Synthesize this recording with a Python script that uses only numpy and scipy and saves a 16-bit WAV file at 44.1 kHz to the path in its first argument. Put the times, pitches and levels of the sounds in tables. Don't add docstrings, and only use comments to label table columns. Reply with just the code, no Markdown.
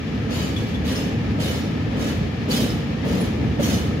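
import sys
import numpy as np
from scipy import signal
from scipy.fft import rfft, irfft
from scipy.io import wavfile

SR = 44100
rng = np.random.default_rng(int(sys.argv[2]) if len(sys.argv) > 2 else 0)


def dump_mix(stems):
    frames = np.atleast_2d(stems).T
    limited = np.clip(frames, -1, 1)
    pcm = np.round(limited * 32767).astype(np.int16)
    wavfile.write(sys.argv[1], SR, pcm)


N = 176400
T, HZ = np.arange(N) / SR, np.fft.rfftfreq(N, 1 / SR)
STEEL_LAG_S, RUMBLE_LAG_S = .00043, .00019
STEEL_COHERENCE = 0.3

# (time [s], thump level [dB], rattle delay [s], rattle rise [s],
# rattle hold [s], rattle level [dB], rattle treble [dB])
WHEEL_TURNS = [(0.288, -28.5, 0.0031, 0.024, 0.13, -36, -5), (0.833, -27, 0.003, 0.022, 0.14, -36.5, -5),
               (1.382, -26.5, 0.0044, 0.011, .14, -36.5, 1), (1.924, -26.5, 0.026, 0.064, 0.043, -36.5, -2),
               (2.475, -25, 0.0067, 0.027, 0.087, -29.5, 3), (3.031, -23, 0.00174, 0.033, 0.17, -41.5, 1),
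               (3.583, -23.5, 0.0069, 0.021, 0.12, -34.5, 2.5)]
# (frequency [Hz], coherence [0-1])
RUMBLE_COHERENCE = [(30, .98), (60, .988), (120, 1), (250, 0.81), (500, 0.67), (800, 0.19), (2000, 0.11)]
# (frequency [Hz], relative level [dB])
STEEL_SPECTRUM = [(300, -35), (1200, 0), (2000, -1), (3000, 0), (4500, 0), (6000, -4), (7200, -6.5),
                  (7900, -13.5), (10000, -11.5), (12500, -11), (14500, -15.5), (16000, -22)]
# (frequency [Hz], left minus right [dB])
STEEL_BALANCE = [(1500, -2), (4000, -1), (7000, 0.5), (9000, -2), (13000, -5)]


def amp(db):
    return 10 ** (np.asarray(db) / 20)


def unit(x):
    return x / np.sqrt(np.mean(x ** 2) + 1e-20)


def read(points, hz=HZ):
    f, value = np.transpose(points)
    return np.interp(np.log(hz + 1), np.log(f + 1), value)


def colour(x, db):
    return irfft(rfft(x) * amp(db), N)


def sides(points):
    return np.array([[.5], [-.5]]) * read(points)


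def noise(db, coherence=0., lag_s=0.):
    a, b = rfft(rng.standard_normal((2, N)))
    left = a * np.exp(-2j * np.pi * HZ * lag_s)
    right = coherence * a + np.sqrt(1 - coherence ** 2) * b
    return unit(irfft(np.array([left, right]) * amp(db), N))


def peak_db(hz, width_hz):
    return -20 * np.log10(1 + (2 * (HZ - hz) / width_hz) ** 2)


def drift(rate_hz):
    return unit(irfft(rfft(rng.standard_normal(N)) * (HZ > 0) * np.exp(-(HZ / rate_hz) ** 2), N))


def burst(start, rise, hold, fall_db_per_s):
    t = T - start
    return np.clip(t / rise, 0, 1) * amp(-fall_db_per_s * np.maximum(t - rise - hold, 0))


def ring(x, response):
    response = response / np.linalg.norm(response, axis=-1, keepdims=True)
    return signal.fftconvolve(x, response, axes=-1)[:, :N]


def rumble(level_db=-23.5, swell_db=0.97):
    # (frequency [Hz], relative level [dB])
    spectrum = [(20, -14), (32, -27), (40, -30), (53, -7), (65, -2.5), (87, 2.5), (97, -4), (108, 4.5),
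                (122, -5), (150, 1), (185, -3.5), (220, -1), (300, -6.5), (360, -14), (450, -11),
                (620, -22), (800, -21.5), (1100, -31.5), (3000, -59), (8000, -64)]
    # (time [s], level [dB])
    passing = [(0, -3.5), (.35, -0.5), (1.1, 0.5), (1.7, 0.5), (2.3, -0.5), (2.95, 0), (3.5, 1), (4, 1)]
    envelope = amp(level_db + np.interp(T, *np.transpose(passing)) + swell_db * drift(5.7))
    return envelope * noise(read(spectrum), read(RUMBLE_COHERENCE), RUMBLE_LAG_S)


def wheel_hiss(level_db=-38, flutter_db=0.62):
    # (frequency [Hz], relative level [dB])
    spectrum = [(200, -24), (700, -2.5), (1000, -4), (1250, -2.5), (1480, -6), (1700, 2.5), (2050, -1.5),
                (2350, -1.5), (2700, -2.5), (3300, -4.5), (3750, -7.5), (5000, -12), (6000, -15.5),
                (7100, -21), (8000, -30.5), (12000, -34.5), (15500, -54)]
    # (frequency [Hz], left minus right [dB])
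    balance = [(600, -10), (1200, 3.5), (2500, 5.5), (4000, 1), (7000, 0.5), (9000, -2.5), (14000, -20)]
    return amp(level_db + flutter_db * drift(25)) * noise(read(spectrum) + sides(balance), coherence=0.1)


def rail_singing():
    # (frequency [Hz], width [Hz], level [dB])
    bands = [(1275, 166, -49.5), (1794, 73, -55), (2352, 240, -51), (5140, 120, -63.5)]
    return sum(amp(db + 2 * drift(4.7)) * noise(peak_db(hz, width), coherence=0.17)
               for hz, width, db in bands)


def thumps():
    # (frequency [Hz], relative level [dB])
    body = [(30, -50), (70, -34), (125, -4.5), (165, 3), (210, 6.5), (260, 5.5), (350, -6.5), (500, -2),
            (700, -10), (1100, -20), (2000, -21.5), (4000, -27), (9000, -55)]
    envelope = sum(amp(db) * burst(s, rise=.008, hold=0.17, fall_db_per_s=95)
                   for s, db, *_ in WHEEL_TURNS)
    return envelope * noise(read(body), read(RUMBLE_COHERENCE), RUMBLE_LAG_S)


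def shaking():
    # (time [s], rise [s], hold [s], level [dB], treble [dB])
    jolts = [(.56, 0.0073, 0.02, -42.5, -11), (.655, 0.012, 0.045, -51, -5), (.872, .005, .005, -48, 3),
             (1.399, .004, .004, -38.5, -18), (2.022, .005, .005, -48, -2),
             (3.622, 0.0053, 0.0087, -40.5, 6)]
    rows = [(s + delay, *shape) for s, _, delay, *shape in WHEEL_TURNS] + list(jolts)
    shakes = [(amp(db) * burst(s, rise, hold, fall_db_per_s=134), treble_db)
              for s, rise, hold, db, treble_db in rows]
    return sum(shake for shake, _ in shakes), sum(shake * amp(db) for shake, db in shakes)


def dense_modes(t, t60):
    a, b = rng.standard_normal((2, len(t)))
    left = np.roll(a, round(STEEL_LAG_S * SR))
    right = STEEL_COHERENCE * a + np.sqrt(1 - STEEL_COHERENCE ** 2) * b
    return np.array([left, right]) * amp(-60 * t / t60)


def ripple(depth_db=5, spacing_hz=110):
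    knots = np.arange(0, SR / 2, spacing_hz)
    return depth_db * np.interp(HZ, knots, np.clip(rng.standard_normal(len(knots)), -2, 2))


def fitting_modes(t, t60=0.06, detune=.003, spread_db=4):
    # (frequency [Hz], relative level [dB])
    modes = [(2990, 9), (4490, -0.5), (5157, -1), (5604, -10), (6074, 2), (6570, -0.5), (7095, -10),
             (9780, -12), (10745, -16), (11300, -26), (12390, -12), (13695, -3), (15052, -15), (15515, -12)]
    tones = 0
    for hz, db in modes:
        gain = amp(db + spread_db * rng.standard_normal())
        tuned_hz = hz * (1 + detune * rng.standard_normal())
        tones += gain * np.sin(2 * np.pi * (tuned_hz * t + rng.random((2, 1))))
    return tones * amp(-60 * t / t60)


def rattles(parts=6, clicks_per_s=900, spread_db=2, treble_hz=7500):
    t, out = T[:SR // 4], np.zeros((2, N))
    overall, treble = shaking()
    crossover = 1 / (1 + (treble_hz / (HZ + 1)) ** 4)
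    activity = amp(4 * np.array([drift(rate_hz=14) for _ in range(parts)]))
    for share in activity / np.linalg.norm(activity, axis=0):
        sizes = amp(spread_db * np.minimum(rng.exponential(1, N), 2)) * rng.choice([-1, 1], N)
        clicks = share * unit(sizes * (rng.random(N) < clicks_per_s / parts / SR))
        drive = irfft(rfft(clicks * overall) * (1 - crossover) + rfft(clicks * treble) * crossover, N)
        contact = amp(-11.5) * ring(drive[None], dense_modes(t, t60=0.0051))
        steel = amp(-2) * ring(drive[None], dense_modes(t, t60=0.068))
        tone_db = read(STEEL_SPECTRUM) + ripple()
        out += colour(contact + steel, tone_db) / np.sqrt(np.mean(amp(tone_db) ** 2))
        out += amp(-8.5) * ring(drive[None], fitting_modes(t))
    return colour(out, sides(STEEL_BALANCE))


def jangle(pings_per_s=420, low_hz=2500, high_hz=15500, t60=.12):
    t, shake = T[:SR // 8], shaking()[0]
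    out = np.zeros((2, N + len(t)))
    envelope = amp(-60 * t / t60) * (1 - np.exp(-t / 0.0047))
    for when, pitch, softness, phase in rng.random((round(pings_per_s * N / SR), 4)):
        at, hz = int(when * N), low_hz + (high_hz - low_hz) * pitch
        lead_cycles = np.array([[phase / 2 - hz * STEEL_LAG_S], [0]])
        gain = shake[at] * amp(-1.5 - 3 * np.log(softness + 0.3))
        out[:, at:at + len(t)] += gain * envelope * np.sin(2 * np.pi * (hz * t + lead_cycles))
    return colour(out[:, :N], read(STEEL_SPECTRUM) + sides(STEEL_BALANCE))


def yard(x, echo_db):
    # (frequency [Hz], T60 [s])
    decay = [(300, 0.72), (3000, 0.94), (8000, 0.53), (15000, 0.34)]
    hz, t, spectra = signal.stft(rng.standard_normal((2, SR)), SR, nperseg=256)
    tail = signal.istft(spectra * amp(-60 * t / read(decay, hz)[:, None]), SR)[1]
    return x + amp(echo_db) * ring(x, tail)


def clinks(t60=0.075, relative_width=0.04, splash_db=-11):
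    # (time [s], frequency [Hz], level [dB])
    impacts = [(.345, 4420, -42), (0.56, 3400, -34), (.739, 3410, -38.5), (.955, 5170, -38),
               (1.005, 5200, -41), (2.505, 4570, -31), (2.56, 5200, -34), (2.69, 5150, -38),
               (3.202, 10150, -39), (3.628, 6050, -33), (3.68, 6120, -50), (3.735, 6020, -36)]
    envelopes = [amp(db) * burst(s, 0.0044, 0.015, 60 / t60) for s, _, db in impacts]
    tones = sum(envelope * noise(peak_db(hz, hz * relative_width), STEEL_COHERENCE, STEEL_LAG_S)
                for envelope, (_, hz, _) in zip(envelopes, impacts))
    splash = sum(envelopes) * noise(read(STEEL_SPECTRUM) + sides(STEEL_BALANCE))
    return tones + amp(splash_db) * splash


def knock(start_s=3.593, hz=570, level_db=-18, t60=.075):
    envelope = amp(level_db) * burst(start_s, 0.0023, 0.0023, 60 / t60)
    arrival_s = start_s + np.array([[RUMBLE_LAG_S], [0]])
    return envelope * np.sin(2 * np.pi * hz * (T - arrival_s))


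def scene():
    wagons = rumble() + wheel_hiss() + rail_singing() + thumps()
    return wagons + yard(rattles() + jangle(), echo_db=-5) + yard(clinks(), echo_db=-11) + knock()


def record(dry):
    highpass = signal.butter(4, 38.4, "highpass", fs=SR, output="sos")
    lowpass = signal.firwin(511, 15800, window=("kaiser", 9), fs=SR)
    return signal.oaconvolve(signal.sosfilt(highpass, dry), lowpass[None], "same")


dry = scene()
out = record(dry)
dump_mix(out)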